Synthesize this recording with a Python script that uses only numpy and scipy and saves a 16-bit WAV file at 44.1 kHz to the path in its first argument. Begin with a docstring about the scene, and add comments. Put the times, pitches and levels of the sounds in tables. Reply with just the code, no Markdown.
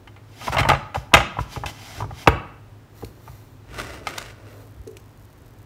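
"""Loaf tin knocked over on a board

A metal loaf tin, held in a cloth mitt, is dragged, tipped and knocked over onto a wooden board in a small kitchen.
The loaf damps the tin's struck modes to short clanks and clunks; board and worktop modes thump under it.
The mitt's swishes and the rim's scrapes are crowds of small slips, shaped by movements that swell and die away.
At last the loaf murmurs out, starts to crackle, lands softly and hoots, over room noise and a hum."""
import sys
import numpy as np
from scipy import signal
from scipy.fft import rfft, irfft, next_fast_len
from scipy.io import wavfile

SR = 44100
rng = np.random.default_rng(int(sys.argv[2]) if len(sys.argv) > 2 else 0)


def inscribe(sig):
    """Save sig as 16-bit PCM at rate SR to the path in sys.argv[1].

    A 1-D sig is mono; a 2-D sig holds one channel per row.
    Samples are clipped to [-1, 1] before scaling.
    """
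    pcm = np.round(np.clip(np.atleast_2d(sig).T, -1, 1) * 32767)
    wavfile.write(sys.argv[1], SR, pcm.astype(np.int16))


N = 249517  # samples in the scene

# steady room noise: pitch_hz, level_db
AIR_COLOUR = [(15, -44.5), (25, -2), (76, -10), (105, -4.5), (149, -9.5), (170, -20.5), (270, -13),
              (451, -21), (489, -21), (754, -24.5), (887, -24.5), (1940, -31.5), (2110, -34), (11900, -49),
              (16000, -44)]
# how long the room's reflections last: pitch_hz, t60_s
ROOM_T60 = [(60, 0.39), (130, 0.62), (300, 0.56), (1000, 0.63), (2800, 0.61), (6000, 0.398), (14000, 0.2)]
# how strong the room's reflections are: pitch_hz, level_db
ROOM_COLOUR = [(50, -3.5), (130, 12), (220, 1.5), (800, -3.5), (1300, 0.5), (1800, -1), (3000, -1.5),
               (7000, 5.5), (15000, 2)]
# high crackle near the end: pitch_hz, level_db
CRACKLE_COLOUR = [(1000, -22.5), (4000, -4), (8000, -1.5), (10500, -3.0), (13000, 2), (16000, -5.5)]
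# small dry ticks; the highest are the microphone port ringing at the hardest blows: start_s, level_db, centre_hz
TICKS = [(1.146, -20.5, 12000), (2.283, -31.5, 11030), (3.047, -40.5, 3500), (4.089, -40.5, 3500),
         (4.182, -25.5, 1950), (4.226, -42, 1994), (4.875, -46, 3200), (4.969, -41, 2890)]

# Movements: full_speed_s, level_db, attack_s, hold_s, release_s. Colours: pitch_hz, level_db.
# swishes of the mitt over the metal, levels ahead of the mitt's own boost
MITT_STROKES = [(.46, -38.5, .13, 0.016, 0.078), (.948, -42, 0.0038, 0.0033, 0.1),
                (1.408, -45.5, 0.039, 0.0074, 0.049), (1.53, -43, 0.063, 0.025, 0.066),
                (1.662, -42, 0.0047, 0.041, 0.015), (1.84, -46, 0.3, 0.17, 0.049),
                (2.195, -45, 0.11, 0.041, 0.049)]
MITT_COLOUR = [(150, 3), (400, -3), (750, 3.5), (1200, -2), (2300, 1.5), (3600, -0.5), (6500, -6),
               (9000, -13), (12500, -14), (16000, -19.5)]
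# light touches of the mitt on the upturned tin
GRIP_STROKES = [(2.97, -54.5, 0.046, 0.098, 0.093), (3.285, -53.5, 0.24, 0.046, 0.34),
                (4.52, -57.5, 0.11, 0.11, .08)]
GRIP_COLOUR = [(200, -20), (800, 9.5), (2000, 2.5), (4000, -0.5), (7000, -2), (10500, -4.5), (13000, 1),
               (16000, -2)]
# the rim sliding on wood
SCRAPE_STROKES = [(.526, -27, 0.009, 0.018, 0.019), (.587, -25.5, 0.0069, 0.021, 0.018),
                  (.689, -18, 0.0045, 0.0021, .02), (1.975, -44, .2, .03, 0.029),
                  (3.74, -41, 0.076, 0.22, 0.072), (3.79, -33.5, 0.015, 0.0089, 0.079),
                  (4.08, -39.5, 0.063, 0.14, 0.12), (4.26, -50.5, .06, .05, 0.022),
                  (4.48, -53.5, .25, 0.036, 0.24)]
SCRAPE_COLOUR = [(88, -35), (150, -3.5), (303, -4.5), (504, -10), (637, 2), (979, -3.5), (1120, -3.5),
                 (1500, -2.5), (1900, -3), (2920, -9.5), (3550, -11), (9260, -22.5), (16000, -29.5)]
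# the board rumbling as weight shifts on it
RUMBLE_STROKES = [(1.16, -28, 0.025, 0.023, 0.12), (1.6, -38.5, .05, 0.099, .05),
                  (2.02, -32.5, .09, 0.018, 0.14), (3.04, -41, .1, 0.03, 0.14),
                  (3.72, -41.5, 0.095, .15, 0.58), (4.3, -50, 0.22, .015, 0.078)]
RUMBLE_COLOUR = [(25, -16.5), (45, 3.5), (120, -1.5), (180, -14.5), (400, -13), (2000, -74)]
# the loaf slipping down the hollow tin
SLIDE_STROKES = [(3.78, -46.5, .11, 0.26, 0.47), (4.5, -50.5, 0.29, 0.11, .16)]
SLIDE_COLOUR = [(120, -35), (280, 0), (440, 1.5), (640, -0.5), (850, -21), (1200, -8.5), (2500, -41.5)]

# close hollow modes of the hoot: pitch_hz, level_db, t60_s
HOOT_MODES = [(271, -16, 0.2), (385, -9, 0.36), (437, -6, 0.26), (460, 1.5, 0.027)]
# the loaf's soft landings as it drops free: start_s, peak_db, pitch_hz
LANDINGS = [(4.763, -32.5, 65), (4.793, -28, 60.3)]
# blows of the loaded tin's weight on the wood: start_s, level_db, brightness_hz, worktop_peak_db
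THUDS = [(.603, -30.5, 352, -12.5), (.699, -21.5, 407, -28), (1.148, -21, 290, -9), (1.399, -29, 296, -34),
         (1.565, -30, 500, -23.5), (2.274, -2.5, 2420, -9.5), (2.324, -28.5, 713, -28.5),
         (3.03, -26, 454, -33), (3.709, -39, 379.5, -39.5), (4.008, -38, 400, -50)]
# modes of the board with the tin pressed on it: pitch_hz, level_db, t60_s
BOARD_MODES = [(175, -3, .05), (255, -3, .05), (304, 1, .06), (365, -5, .09), (452, 3, .07), (560, -7, .04),
               (700, -5, .05), (815, -3, .05), (944, -2, .08), (1257, -13, .05), (1386, -12, .06),
               (1485, -11, .05), (1757, -10, .05), (2005, -13, .04), (2333, -7, .035), (2600, -6, .03),
               (2920, -3, .035), (3300, -4, .025), (3754, 0, .015)]
# modes of the worktop under the board: pitch_hz, level_db, t60_s (before shortening)
WORKTOP_MODES = [(58, -8, 0.14), (100, 1, 0.04), (136, -4.5, 0.099)]
# round clunks of the tin shifting in the padded grip: start_s, level_db, pitch_hz
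CLUNKS = [(.479, -19, 1000), (0.547, -19, 940), (.571, -17, 855), (.650, -15.5, 896), (.670, -21, 913),
          (.693, -11, 850), (.716, -11, 840), (.957, -17, 821), (1.118, -34.5, 920), (1.133, -16.5, 1020),
          (1.368, -26.5, 830), (1.3867, -17, 994), (1.635, -22.5, 837), (2.003, -24.5, 876),
          (2.0206, -24, 977), (2.041, -30.5, 886), (2.107, -31.5, 797), (2.261, -29.5, 833),
          (2.275, -11, 776), (2.325, -27, 793), (3.023, -36, 781), (3.276, -36, 909)]
# modes of a clunk: multiple of its pitch, level_db, t60_s
CLUNK_MODES = [(0.719, -4.5, .03), (0.999, 6.5, 0.031), (1.33, -4.5, 0.036), (1.75, -15.5, 0.023),
               (2.5, -15, 0.0207), (3.299, -20, 0.017)]
# dull rattle inside a clunk: pitch_hz, level_db
RATTLE_COLOUR = [(150, 0.5), (400, -9.5), (700, 5.0), (1300, -1.0), (1800, -10), (2500, -15.5), (5000, -42.0)]
# hard contacts of the tin: start_s, level_db, brightness_hz (high when hard), rebound_db (from one contact to the next)
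KNOCKS = [(0.074, -39.5, 3370, -15), (.163, -44, 2650, -8), (.412, -34, 2480, -5), (.472, -25, 1817, -2.5),
          (.523, -24, 2097, -1), (.557, -25, 1297, -13.5), (.5685, -14.5, 1890, -12),
          (.584, -14, 3540, -3.5), (.603, -19.5, 3020, -3.5), (.6312, -19, 1690, -14),
          (.688, -16.5, 3370, -5), (.700, -9.5, 2310, -10), (.715, -17, 2326, -15),
          (.733, -15, 1653, -10.5), (.749, -22, 1500, -9.5), (0.9447, -23, 2240, -6.5),
          (1.1388, 0, 4000, -4), (1.169, -10.5, 2800, -4.5), (1.204, -16.5, 2390, -9),
          (1.561, -27.5, 1500, -7), (1.660, -25.5, 6210, -8.5), (2.2736, -12, 2370, -9),
          (3.7852, -32, 5000, -3), (4.07, -19.5, 5240, -32), (4.179, -27, 4150, -23)]
# modes of the loaded tin, before damping and random variation: pitch_hz, level_db, t60_s
TIN_MODES = [(567, -5, .14), (648, -4, .16), (818, 0, .14), (880, -4, .07), (985, -3, .08), (1160, -5, .08),
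             (1249, 0, .12), (1340, -3, .12), (1380, -6, .12), (1470, -5, .10), (1560, -7, .09),
             (1677, -5, .11), (1850, -8, .09), (1980, -3, .09), (2085, 1, .11), (2212, -2, .11),
             (2300, -6, .09), (2420, -8, .09), (2649, 2, .10), (2780, 0, .10), (2960, -1, .09),
             (3040, -1, .09), (3190, -4, .09), (3297, -6, .09), (3590, -7, .09), (3741, -3, .09),
             (4050, -7, .08), (4740, -8, .08), (5350, -11, .08), (6730, -10, .08)]
# the tin's crowd of fast-dying modes: pitch_hz, level_db
CLANK_COLOUR = [(100, -6.5), (250, -2), (420, -9.5), (650, 4), (900, 2.5), (1600, -2), (2200, 0.5),
                (3100, -4), (4500, -8), (7000, -4), (10000, -9.5), (12000, 0.5), (16000, -13.5)]

AGE = np.arange(SR // 3) / SR  # seconds since a blow
FADE = np.log(1000)  # nepers in 60 dB


def amp(db):
    """Decibels to gain."""
    return 10 ** (np.asarray(db) / 20)


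def unit(x):
    """Scales to rms 1."""
    return x / np.sqrt(np.mean(x ** 2) + 1e-20)


def unit_blow(x):
    """Scales a blow to the energy of 5 ms at rms 1."""
    return x / np.sqrt(np.sum(x ** 2) / (.005 * SR))


def die_away(t60):
    """The envelope of a blow that loses 60 dB in t60 seconds."""
    return np.exp(-FADE * AGE / t60)


def read(points, hz):
    """Reads a table on a log-frequency axis."""
    f, value = np.transpose(points)
    return np.interp(np.log(hz + 1), np.log(f + 1), value)


def colour(x, points):
    """Filters x by a spectral curve and scales it to rms 1."""
    size = next_fast_len(len(x))
    gain = amp(read(points, np.fft.rfftfreq(size, 1 / SR)))
    return unit(irfft(rfft(x, size) * gain, size)[:len(x)])


def noise(points, size):
    """Noise of rms 1 with the given spectrum."""
    return colour(rng.standard_normal(size), points)


def soften(x, hz, order=2):
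    """Low-pass: a soft, long contact hardly excites what lies above hz."""
    return signal.sosfilt(signal.butter(order, min(hz, SR / 2 - 100), fs=SR, output="sos"), x)


def crack(low_hz, high_hz):
    """The sharp first push of a hard contact: a band-passed impulse."""
    band = signal.butter(2, [low_hz, min(high_hz, SR / 2 - 100)], "bandpass", fs=SR, output="sos")
    impulse = 1. * (AGE == 0)
    return unit_blow(signal.sosfilt(band, impulse))


def ring(modes, length=1):
    """Decaying sine modes, struck with alternating sign; length scales every decay time."""
    t = AGE.astype(np.float32)
    out = 0
    for k, (hz, db, t60) in enumerate(modes):
        decay = np.exp(t * float(-FADE / (t60 * length)))
        out = out + (-1) ** k * float(amp(db)) * decay * np.sin(t * float(2 * np.pi * hz))
    return out


def add(mix, s, sound):
    """Adds a sound at time s."""
    part = mix[round(s * SR):][:len(sound)]
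    part += sound[:len(part)]


def stroke(t, s, db, attack, hold, release, span_db=21):
    """Gain of one movement: it swells until s, holds, and dies away; attack and release each span span_db."""
    away = np.maximum((s - t) / attack, 0) + np.maximum((t - s - hold) / release, 0)
    return amp(db - span_db * np.minimum(away, 10))


def strokes(rows):
    """The gain curve of a series of movements."""
    return sum(stroke(np.arange(N) / SR, *row) for row in rows)


def background(air_db=-47.5, hum_hz=104, hum_db=-51.5, waver=0.45):
    """Low room noise and an appliance's hum, its level wavering with slow noise."""
    drift = unit(soften(rng.standard_normal(N), 4))
    tone = np.sqrt(2) * np.sin(2 * np.pi * hum_hz * np.arange(N) / SR)
    hum = tone * (1 + waver * drift)
    return amp(air_db) * noise(AIR_COLOUR, N) + amp(hum_db) * hum


def kitchen(x, tail_gain=0.23658, build_s=0.0014):
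    """Diffuse reflections build up quickly and die band by band."""
    hz, t, bands = signal.stft(rng.standard_normal(SR), SR, nperseg=512)
    decay = np.exp(-FADE * t / read(ROOM_T60, hz)[:, None])
    bands = bands * decay * amp(read(ROOM_COLOUR, hz))[:, None]
    build_up = 1 - np.exp(-(np.arange(SR) / SR / build_s) ** 2)
    tail = signal.istft(bands, SR, nperseg=512)[1][:SR] * build_up
    return x + tail_gain * signal.fftconvolve(x, tail / np.linalg.norm(tail))[:N]


def crackle(start_s=4.65, per_s=130, uneven_db=3.0, level_db=-66.5):
    """A very fine, high crackle, from just before the loaf drops: sparse random clicks of uneven size."""
    sizes = amp(uneven_db * np.minimum(rng.exponential(1, N), 3))
    clicks = sizes * (rng.random(N) < per_s / SR)
    return amp(level_db) * colour(clicks, CRACKLE_COLOUR) * (np.arange(N) / SR > start_s)


def ticks(t60=0.019, width=2.2):
    """Tiny dry snaps: short noise bursts, each in a broad band."""
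    out = np.zeros(N)
    for s, db, hz in TICKS:
        band = signal.butter(1, [hz / width, min(hz * width, SR / 2 - 100)], "bandpass", fs=SR)
        snap = rng.standard_normal(len(AGE)) * die_away(t60)
        add(out, s, amp(db) * unit_blow(signal.lfilter(*band, snap)))
    return out


def friction(points, slips_per_s, uneven_db, smooth, body_t60=0.034, body_db=-5):
    """A crowd of small slips of uneven size over a smooth hiss, smeared by the sheet's dense modes."""
    sizes = amp(uneven_db * np.minimum(rng.exponential(1, N), 4)) * rng.choice([-1, 1], N)
    slips = unit(sizes * (rng.random(N) < slips_per_s / SR))
    rub = slips + smooth * rng.standard_normal(N)
    body = rng.standard_normal(len(AGE)) * die_away(body_t60)  # noise burst standing for the dense modes
    return colour(rub + amp(body_db) * unit(signal.oaconvolve(rub, body)[:N]), points)


def rubbing(mitt_db=3.5, metal_db=-25.5):
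    """Cloth swishes on the tin; the rim grates, rings it faintly and the board rumbles."""
    mitt = friction(MITT_COLOUR, slips_per_s=3100, uneven_db=0.5, smooth=0.89) * strokes(MITT_STROKES)
    grip = friction(GRIP_COLOUR, slips_per_s=3600, uneven_db=4.0, smooth=0.84) * strokes(GRIP_STROKES)
    grit = friction(SCRAPE_COLOUR, slips_per_s=1300, uneven_db=4.0, smooth=0.51)
    metal = unit(signal.oaconvolve(grit, ring(TIN_MODES, 0.88))[:N])
    scrape = (grit + amp(metal_db) * metal) * strokes(SCRAPE_STROKES)
    rumble = noise(RUMBLE_COLOUR, N) * strokes(RUMBLE_STROKES)
    return amp(mitt_db) * mitt + grip + scrape + rumble


def loaf(hoot_s=4.867, hoot_db=-27.5, rise_s=.002):
    """The loaf slides out with a hollow murmur; just after it lands, close hollow modes beat in a short hoot."""
    out = noise(SLIDE_COLOUR, N) * strokes(SLIDE_STROKES)
    hoot = ring(HOOT_MODES) * (1 - np.exp(-AGE / rise_s))
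    add(out, hoot_s, amp(hoot_db) * unit_blow(hoot))
    return out


def thumps(rise_s=.0013, landing_t60=0.066, length=0.93):
    """The worktop bounces slowly under every thud, just after every clunk, and when the loaf lands."""
    # a clunk's bounce: delay, peak after a 0 dB clunk, dB of bounce per dB of clunk
    lag_s, bounce_db, slope = .011, -9, 0.63
    pushes = [(s, peak_db, WORKTOP_MODES) for s, _, _, peak_db in THUDS]
    pushes += [(s + lag_s, bounce_db + slope * db, WORKTOP_MODES) for s, db, _ in CLUNKS]
    pushes += [(s, peak_db, [(hz, 0, landing_t60)]) for s, peak_db, hz in LANDINGS]
    out = np.zeros(N)
    for s, peak_db, modes in pushes:
        bounce = ring(modes, length) * (1 - np.exp(-AGE / rise_s))
        add(out, s, amp(peak_db) * bounce / abs(bounce).max())
    return out


def board(grain_db=-1.5, grain_t60=0.056, grain_hz=2500, crack_db=-5.0):
    """The wood answers the tin's weight with a hollow thud of modes, dull grain noise and a crack."""
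    out = np.zeros(N)
    for s, db, bright_hz, _ in THUDS:
        grain = soften(rng.standard_normal(len(AGE)), grain_hz) * die_away(grain_t60)
        thud = unit_blow(ring(BOARD_MODES)) + amp(grain_db) * unit_blow(grain)
        thud = thud + amp(crack_db) * crack(low_hz=1500, high_hz=3793)
        add(out, s, amp(db) * unit_blow(soften(thud, bright_hz, order=3)))
    return out


def clunks(rattle_db=-2.0, rattle_t60=.035, rise_s=.0024):
    """A cushioned push swells the wall's lowest modes with a dull rattle; the grip damps them at once."""
    swell = 1 - np.exp(-(AGE / rise_s) ** 2)
    out = np.zeros(N)
    for s, db, hz in CLUNKS:
        modes = ring([(hz * multiple, mode_db, t60) for multiple, mode_db, t60 in CLUNK_MODES])
        rattle = noise(RATTLE_COLOUR, len(AGE)) * die_away(rattle_t60)
        clunk = unit_blow(modes * swell) + amp(rattle_db) * unit_blow(rattle * swell)
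        add(out, s, amp(db) * unit_blow(clunk))
    return out


def contacts(count=3, gap_s=.0073, gap_ratio=.85, dulling=0.71):
    """A struck rim chatters: each knock and its rebounds, ever sooner, weaker and duller."""
    for s, db, bright_hz, rebound_db in KNOCKS:
        for k in range(count):
            yield s, db + k * rebound_db, bright_hz * dulling ** k
            s += gap_s * gap_ratio ** k


def tin(vary_db=6.5, detune=.005, clank_db=2.5, clank_t60=.045, crack_db=-10.0):
    """Each contact cracks and rings the tin's modes over a dense short clank."""
    out = np.zeros(N)
    for s, db, bright_hz in contacts():
        # a harder blow presses the tin against the wood and shortens its ring: 0.5 of full length at 0 dB
        length = 0.5 * np.exp(-0.018 * db)
        # each contact's modes are varied slightly at random in pitch and strength
        variation = rng.standard_normal((len(TIN_MODES), 2))
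        varied = [(hz * (1 + detune * u), mode_db + vary_db * v, t60)
                  for (hz, mode_db, t60), (u, v) in zip(TIN_MODES, variation)]
        modes = ring(varied, length * 0.75)  # the grip shortens the modes further
        modes = modes * (1 - np.exp(-AGE / .001))  # bending waves take a moment to fill the sheet
        clank = noise(CLANK_COLOUR, len(AGE)) * die_away(clank_t60 * length)
        blow = unit_blow(modes) + amp(clank_db) * unit_blow(clank)
        blow = blow + amp(crack_db) * crack(low_hz=1890, high_hz=3500)
        add(out, s, amp(db) * unit_blow(soften(blow, bright_hz)))
    return out


def scene():
    """Tin, loaf and wood ring in the room; crackle and background stay outside its reflections."""
    handling = ticks() + rubbing() + loaf()
    blows = thumps() + board() + clunks() + tin()
    return (background() + crackle() + kitchen(handling + blows))[None]


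def record(dry, bass_cut_hz=38, edge_hz=15750):
    """The microphone drops the deepest bass and overloads above full scale; then the band limit."""
    thinned = signal.sosfilt(signal.butter(5, bass_cut_hz, "highpass", fs=SR, output="sos"), dry)
    clipped = np.clip(thinned, -1, 1)
    band_limit = signal.firwin(511, edge_hz, window=("kaiser", 9), fs=SR)
    return signal.oaconvolve(clipped, band_limit[None], "same")


dry = scene()
out = record(dry)
inscribe(out)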